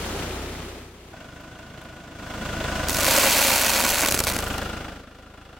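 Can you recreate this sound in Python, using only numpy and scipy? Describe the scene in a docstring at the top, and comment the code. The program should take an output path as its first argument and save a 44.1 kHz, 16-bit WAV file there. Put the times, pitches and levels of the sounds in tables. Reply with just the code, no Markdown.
"""A car crushes eggs and noodles

An idling car, its tyre close by, creeps over concrete, away from wet, crushed eggs. The scene then
switches: it rolls up to a packet of dry noodles and flattens it. The block crumbles in a dense crunch,
the foil wrapper crinkles, the last pieces snap one by one, and the knocking engine fades down."""
import sys
import numpy as np
from scipy import signal
from scipy.fft import rfft, irfft
from scipy.io import wavfile

SR = 44100
rng = np.random.default_rng(int(sys.argv[2]) if len(sys.argv) > 2 else 0)


def transcribe(signal):
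    """Save signal, clipped to [-1, 1], as a 16-bit WAV file at the path in sys.argv[1]."""
    frames = np.atleast_2d(signal).T
    limited = np.clip(frames, -1, 1)
    pcm = np.round(limited * 32767).astype(np.int16)
    wavfile.write(sys.argv[1], SR, pcm)


N = 246519
TIME = np.arange(N) / SR
PEAK_S = 3.42  # when the noodles break fastest

# The dull tone of crumbling noodles. Each row: frequency in Hz, relative level in dB.
CRUMB_TONE = [(150, -16), (210, 1), (290, 1.5), (400, -8.5), (540, 1.5), (800, 2), (1250, -4.5), (1600, -4),
              (2200, -5.5), (4000, -21), (16000, -43)]
# The wedge of air between tyre and ground rings. Each row: pitch in Hz, width in Hz, strength in dB.
WEDGE_RINGS = [(544, 45, 7), (740, 23, -7), (966, 79, 1), (1110, 74, 3), (1470, 170, 4.5), (2420, 420, 0),
               (4400, 160, 1), (5300, 140, -11), (6050, 110, -4), (7560, 170, -2)]


def amp(db):
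    """Turns decibels into a number to multiply a sound by."""
    return 10 ** (np.asarray(db) / 20)


def unit(x):
    """Scales a sound to an average power of 1."""
    return x / np.sqrt(np.mean(x ** 2) + 1e-20)


def ramp(start, end):
    """Goes steadily from 0 at start to 1 at end, forwards or backwards in time."""
    return np.clip((TIME - start) / (end - start), 0, 1)


def add(mix, start_s, sound):
    """Mixes a sound in at the given time."""
    part = mix[:, max(round(start_s * SR), 0):][:, :sound.shape[1]]
    part += sound[:, :part.shape[1]]


def response(tone, rings=(), size=4096):
    """How an object answers one click, given its overall tone and the pitches it rings at."""
    hz = abs(np.fft.fftfreq(size, 1 / SR))
    tone_hz, tone_db = np.transpose(tone)
    gain = amp(np.interp(np.log(hz + 1), np.log(tone_hz), tone_db))
    peaks = sum(amp(db) ** 2 / (1 + (2 * (hz - pitch) / width) ** 2) for pitch, width, db in rings)
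    log_gain = np.log(gain * np.sqrt(1 + peaks) + 1e-5)
    spectrum = np.exp(np.conj(signal.hilbert(log_gain)))  # nothing sounds before the click
    answer = np.fft.ifft(spectrum).real[:size // 2]
    return answer / np.linalg.norm(answer)


def ring(x, answer):
    """Passes a sound through an object, given that object's answer to one click."""
    return signal.oaconvolve(np.atleast_2d(x), np.atleast_2d(answer), axes=1)[:, :x.shape[-1]]


def band(x, low_hz, high_hz):
    """Keeps one range of frequencies, at an average power of 1."""
    bandpass = signal.butter(4, [low_hz, high_hz], "band", fs=SR, output="sos")
    return unit(signal.sosfilt(bandpass, x))


def widen(pair, width):
    """Sets stereo width by frequency. A pair is mid (what both ears share) and side (how they differ)."""
    mid, side = pair
    hz, db = np.transpose(width)
    gain = amp(np.interp(np.log(np.fft.rfftfreq(N, 1 / SR) + 1), np.log(hz), db))
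    return np.array([mid, irfft(rfft(side) * gain, N)])


def lean(pair, share):
    """Moves the treble off centre, to the left if share is positive; only short waves are shadowed."""
    mid, side = pair
    treble = signal.sosfilt(signal.butter(1, 600, "high", fs=SR, output="sos"), mid)
    return np.array([mid, side + share * treble])


def firings(speed):
    """Counts the engine's firings from the first time in a speed table."""
    times, per_s = np.transpose(speed)
    return np.cumsum(np.interp(TIME, times, per_s) * (TIME >= times[0])) / SR


def fades(levels, quiet_s, stretch):
    """Engine layers fade up steadily after quiet_s (stretch > 0), or down until quiet_s (stretch < 0)."""
    return [amp(quiet_db) + (amp(loud_db) - amp(quiet_db)) * ramp(quiet_s, quiet_s + stretch * length)
            for quiet_db, loud_db, length in levels]


def knocks(cycles, rise, decay, uneven_db):
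    """Each firing jumps in loudness and falls back, no two alike; rise and decay are in cycles."""
    count, phase = np.divmod(cycles, 1)
    strength = amp(uneven_db * rng.standard_normal(256))[count.astype(int)]
    return unit(strength * (1 - np.exp(-phase / rise)) * np.exp(-phase / decay))


def engine_noise(knock, body, gains, steady):
    """Knocks stand above a steady rush, in three ranges: rumble, clatter and hiss."""
    ranges_hz = [(105, 500), (500, 4000), (4000, 20000)]
    out = np.zeros((2, N))
    for edges, gain, rush in zip(ranges_hz, gains, steady):
        pulsing = np.hypot(knock, rush) * rng.standard_normal((2, N))
        out += gain * band(ring(pulsing, body), *edges)
    return out


def exhaust_hum(cycles, tones, waver):
    """The exhaust hums at multiples of the firing rate, each tone a little unsteady."""
    times = np.arange(0, 6, 1 / 20)
    hum = np.zeros(N)
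    for multiple, db in tones:
        smear = np.pi * multiple + 0.301 * multiple ** 2  # the pipe smears each pulse
        wobble = 1 + waver * np.interp(TIME, times, rng.standard_normal(len(times)))
        hum += amp(db) * wobble * np.cos(2 * np.pi * multiple * cycles + smear)
    return unit(hum)


def fractures(per_s, spread_db, hold_s):
    """Tiny breaks make random clicks of very unequal size, their power held even over hold_s."""
    clicks = (rng.random(N) < per_s / SR) * rng.choice([-1, 1], N)
    clicks = clicks * amp(spread_db * np.minimum(rng.exponential(1, N), 3.5))
    window = signal.windows.hann(int(hold_s * SR))
    power = abs(signal.oaconvolve(clicks ** 2, window / window.sum(), "same"))
    return clicks / np.sqrt(power + 1e-4)


def grains(clicks, decay_s):
    """Every click becomes a tiny puff of noise with a tone of its own."""
    keep = np.exp(-2 / (decay_s * SR))
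    power = signal.lfilter([1 - keep], [1, -keep], clicks ** 2 + 1e-12)
    return np.sqrt(power) * rng.standard_normal((2, N))


def leaving_eggs():
    """The engine fades at a fast, smooth idle; the wet tread peels off the shells, softly crackling."""
    # Engine speed. Each row: time in seconds, firings per second.
    speed = [(0, 29.57), (.4, 30.38), (.8, 30.92), (1.13, 30.25)]
    # Hum, rumble, clatter and hiss. Each row: quiet level in dB, loud level in dB, relative fade time.
    levels = [(-49, -35.8, 0.46), (-50, -36.5, 0.43), (-51.5, -35.5, 0.63), (-60, -41, 1)]
    # Tone of the engine noise. Each row: frequency in Hz, relative level in dB.
    tone = [(59, -15), (100, -1), (119, -8), (143, -7), (373, -2), (415, -5), (854, -12), (1310, -15.5),
            (1420, -15), (3470, -20), (5900, -24), (11900, -31), (16000, -34)]
    # Panels that the engine shakes. Each row: pitch in Hz, width in Hz, strength in dB.
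    panels = [(380, 60, -4), (1280, 120, 0)]
    # Exhaust tones. Each row: multiple of the firing rate, relative level in dB.
    hum_tones = [(1, -5), (2, 1), (3, -0.5), (4, -22), (5, -7.5), (6, -11.5), (8, -6.5)]
    # Reflections spread the engine wide. Each row: frequency in Hz, side gain in dB.
    width = [(60, -50), (130, -49), (290, -42), (640, -6), (1410, -7), (3100, -2), (6820, 2.5),
             (15000, -0.5)]
    cycles = firings(speed)
    hum_gain, *gains = fades(levels, quiet_s=0.91, stretch=-1.05)
    knock = knocks(cycles + 0.55, rise=0.22, decay=0.81, uneven_db=2)
    noise = engine_noise(knock, response(tone, panels), gains, steady=(1.1, 1.1, 1.6))
    peeling = grains(fractures(per_s=200, spread_db=2, hold_s=0.36), decay_s=0.00077)
    crackle = gains[1] * amp(-11.5) * band(peeling, 880, 3400)  # fades along with the clatter
    exhaust = hum_gain * exhaust_hum(cycles, hum_tones, waver=0.17)
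    return lean(widen(exhaust + noise + crackle, width), share=0.14)


def cover_ping(cycles, hz, width_hz=55):
    """Each firing rings a metal cover on the engine: a short, slightly fuzzy ping."""
    drift = np.cumsum(rng.standard_normal((2, N)), axis=1) * np.sqrt(2 * np.pi * width_hz / SR)
    knock = knocks(cycles, rise=0.05, decay=0.56, uneven_db=0.8)
    return unit(knock * np.cos(2 * np.pi * hz * TIME + drift))


def passing_engine():
    """The engine knocks at a slow idle, heard first from ahead of the wheel, then from behind it."""
    # Engine speed. Each row: time in seconds, firings per second.
    speed = [(1.13, 25.18), (1.6, 26.78), (2.1, 26.65), (2.8, 26.25), (3.4, 26.31), (4, 26.43),
             (4.6, 26.29), (5.59, 26.37)]
    # Hum, rumble, clatter and hiss. Each row: quiet level in dB, loud level in dB, relative fade time.
    ahead_levels = [(-51, -34, 0.67), (-45.5, -33.5, 0.53), (-46, -31, 0.68), (-58, -38.5, 1)]
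    behind_levels = [(-50.5, -34, 0.62), (-51.5, -35.5, 0.4), (-49.5, -32, 0.57), (-60, -41.5, 0.59)]
    # Tone of the engine from ahead and from behind. Each row: frequency in Hz, relative level in dB.
    ahead_tone = [(100, 3.5), (200, 0.5), (320, 0), (400, -9.5), (650, -3), (860, -15), (1300, -14.5),
                  (1900, -15), (2900, -18), (4000, -21), (6800, -23.5), (10500, -34.5), (16000, -35)]
    behind_tone = [(100, -8), (160, -6), (270, -2), (390, -8.5), (520, -4.5), (780, -8), (1000, -18.5),
                   (1400, -8.5), (2100, -16), (2900, -18), (4500, -28.5), (7000, -35.5), (11000, -43),
                   (16000, -44)]
    # Panels rung by each firing. Each row: pitch in Hz, width in Hz, strength in dB.
    panels = [(756, 74, -1.5), (1004, 39, 10), (1190, 35, 6), (2820, 190, 2), (3410, 42, 6.5),
              (4870, 130, -6), (8240, 330, -1)]
    # Exhaust tones. Each row: multiple of the firing rate, relative level in dB.
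    hum_tones = [(1, -2.5), (2, 1.5), (3, 2), (4, -4), (5, -9.5), (6, -22), (7, -10.5), (8, -7)]
    # Reflections spread the engine wide. Each row: frequency in Hz, side gain in dB.
    width = [(60, -69), (130, -36), (290, -18), (640, -12.5), (1410, -10.5), (3100, -5), (6820, 0),
             (15000, 2)]
    cycles = firings(speed)

    hum_ahead, *gains = fades(ahead_levels, quiet_s=2.136, stretch=0.89)
    knock = knocks(cycles + 0.18, rise=0.06, decay=0.56, uneven_db=1.5)
    ahead = engine_noise(knock, response(ahead_tone, panels), gains, steady=(1.2, 0.65, 1.3))
    ahead += gains[1] * amp(-4) * cover_ping(cycles + 0.054, hz=1464)

    hum_behind, *gains = fades(behind_levels, quiet_s=5.043, stretch=-0.86)
    knock = knocks(cycles + 0.17, rise=0.08, decay=0.45, uneven_db=0.8)
    behind = engine_noise(knock, response(behind_tone, panels), gains, steady=(1.1, 0.42, 1))
    behind += gains[1] * amp(-8.5) * cover_ping(cycles + 0.022, hz=1405)

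    passed = ramp(3.2, 4.1)
    noise = np.sqrt(1 - passed) * ahead + np.sqrt(passed) * behind
    hum_gain = (1 - passed) * hum_ahead + passed * hum_behind
    exhaust = hum_gain * exhaust_hum(cycles + 0.082, hum_tones, waver=0.14)
    blocked = ramp(3, 3.2) - ramp(4.02, 4.37)  # the wheel rolls in front of the engine, then clears it
    engine = amp(-6.5 * blocked) * (noise + exhaust)
    return lean(widen(engine, width), share=0.08 * passed)


def burst(decay_s, size=1500):
    """A puff of noise that dies away, with a total energy of 1 in both mid and side."""
    puff = rng.standard_normal((2, size)) * np.exp(-np.arange(size) / SR / decay_s)
    return puff / np.linalg.norm(puff, axis=1, keepdims=True)


def grit():
    """A soft knock opens the second scene; then small stones tick against the concrete."""
    # Stones under the tread. Each row: start in seconds, peak level in dB.
    stones = [(1.349, -48), (1.411, -47), (1.816, -39), (1.840, -41), (4.484, -21), (4.545, -31)]
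    out = np.zeros((2, N))
    for start_s, db in stones:
        tick = band(burst(0.00093), 6600, 16000)
        add(out, start_s, amp(db) * tick / abs(tick).max())
    add(out, 1.138, amp(-46) * band(burst(0.006), 520, 850))
    return out


def snaps():
    """Big pieces of noodle split, then crack and ring briefly; collapsing layers crunch more dully."""
    # Single loud snaps. Each row: start in seconds, relative levels of the crack and its ring in dB.
    pieces = [(2.8844, -5, -41), (2.8944, -2.5, -36), (2.9457, -6.5, -27), (3.0312, -5, -37),
              (3.0434, -14, -24), (3.6975, -4, -22), (3.8025, -5, -23), (3.8643, -14, -21),
              (3.8775, -11, -29), (3.9014, -9, -19), (3.9178, -4, -17), (3.951, -7.5, -24),
              (4.0017, -5.5, -25), (4.0138, -19, -33), (4.0602, -3.5, -22), (4.0853, -3, -30),
              (4.1106, -5, -26), (4.1217, -1.5, -38), (4.143, -2.5, -21), (4.1474, -5, -38),
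              (4.175, -6, -25), (4.1902, -0.5, -35), (4.2024, -2.5, -33), (4.2377, -5, -26),
              (4.2697, -5.5, -17), (4.276, -8, -31), (4.2817, -6, -38), (4.2992, -6, -25),
              (4.364, -7, -19.5), (4.3883, -8.5, -43), (4.581, -12.5, -40)]
    # The bright tone of a crack. Each row: frequency in Hz, relative level in dB.
    crack_tone = [(300, 10), (1000, 6), (2500, 3), (4000, 4), (7000, 3.5), (11000, 2.5), (16000, -6)]
    # Whole layers of the block give way. Each row: start in seconds, relative level in dB.
    collapses = [(3.117, -12), (3.176, -7), (3.236, -6.5), (3.254, -12.5), (3.27, -8.5), (3.85, -10),
                 (4.034, -8), (4.057, -12.5), (4.08, -16), (4.139, -18), (4.203, -15.5)]
    bright, hollow = response(crack_tone), response(CRUMB_TONE, WEDGE_RINGS)
    out = np.zeros((2, N))
    for start_s, crack_db, body_db in pieces:
        crack = amp(crack_db + 4) * ring(burst(0.0008) + 0.86 * burst(0.003), bright)
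        body = amp(body_db + 14) * ring(burst(0.00085), hollow)
        split = amp(crack_db - 2.5) * ring(burst(0.00046), bright)
        add(out, start_s, split)
        add(out, start_s + 0.001185, crack + body)
    for start_s, db in collapses:
        add(out, start_s, amp(db + 14.5) * ring(burst(0.0087), hollow))
    return out


def crushing(sag_db_per_s, release_db_per_s=125):
    """Each squeeze of the tyre rises, holds and lets go, sounding weaker as less is left to break."""
    # The tyre flattens the block, then pinches its edge as it rolls off.
    # Each row: start, rise time and moment of letting go in seconds, relative level in dB.
    squeezes = [(2.918, 0.18, 4.08, -0.5), (4.254, 0.013, 4.293, -2)]
    pressure = sum(amp(db - release_db_per_s * np.maximum(TIME - end, 0)) * ramp(start, start + rise)
                   for start, rise, end, db in squeezes)
    return pressure * amp(-sag_db_per_s * np.maximum(TIME - PEAK_S, 0))


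def crunch():
    """Brittle noodles crumble and splinter under the tread while the foil around them crinkles."""
    # Tones of sharp splinters and of thin foil. Each row: frequency in Hz, relative level in dB.
    splinter_tone = [(500, -12), (1400, -10), (2000, -3.5), (2700, 0), (3500, -4.5), (4800, -7),
                     (6500, -19.5), (16000, -26)]
    foil_tone = [(500, -30), (2500, -4), (4300, -1.5), (6500, 1), (9000, -1), (12500, -1.5), (16000, -4.5)]
    breaks_per_s = 650 + 3600 * np.exp(-((TIME - PEAK_S) / 0.28) ** 2)
    breaks = fractures(breaks_per_s, spread_db=4, hold_s=0.061)
    creases = fractures(breaks_per_s * 0.6, spread_db=5, hold_s=0.23)
    crumbs = ring(grains(breaks, decay_s=0.0012), response(CRUMB_TONE, WEDGE_RINGS))
    splinters = ring(grains(breaks, decay_s=0.0011), response(splinter_tone, WEDGE_RINGS))
    crinkles = grains(0.79 * breaks + 0.73 * creases, decay_s=0.0005)
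    foil = ring(crinkles, response(foil_tone, WEDGE_RINGS))
    # The wrapper rustles lightly from the first touch until it has unfolded behind the tyre.
    rustle = amp(-29.5) * (TIME > 2.89) * (1 - ramp(4.06, 4.85)) ** 2
    return (amp(-25) * crushing(sag_db_per_s=6) * crumbs
            + amp(-24) * crushing(sag_db_per_s=8.5) * splinters
            + np.hypot(amp(-22) * crushing(sag_db_per_s=9), rustle) * foil)


def underbody_echo(x):
    """Sound bounces briefly between the ground and the floor of the car."""
    return x + amp(-15) * ring(x, burst(decay_s=0.01, size=8000))


def scene():
    """Eggs first, then noodles: a wide engine around the close, nearly central packet, in stereo."""
    # The close packet sounds narrow. Each row: frequency in Hz, side gain in dB.
    packet_width = [(130, -40), (350, -39), (700, -22), (1400, -15.5), (2800, -11), (5000, -7.5),
                    (9000, -16), (15000, -15)]
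    switch_s = 1.13
    second_scene = ramp(switch_s, switch_s + 0.004)
    car = (1 - second_scene) * leaving_eggs() + second_scene * passing_engine()
    packet = underbody_echo(crunch() + snaps()) + grit()
    mid, side = car + lean(widen(packet, packet_width), share=-0.039)
    return np.array([mid + side, mid - side])


def record(dry):
    """Rounds off the very highest peaks, then removes the topmost treble."""
    ceiling, top_hz = 0.8, 16100
    rounded = dry / (1 + (dry / ceiling) ** 4) ** 0.25
    lowpass = signal.firwin(511, top_hz, window=("kaiser", 9), fs=SR)
    return signal.oaconvolve(rounded, lowpass[None], "same")


dry = scene()
out = record(dry)
transcribe(out)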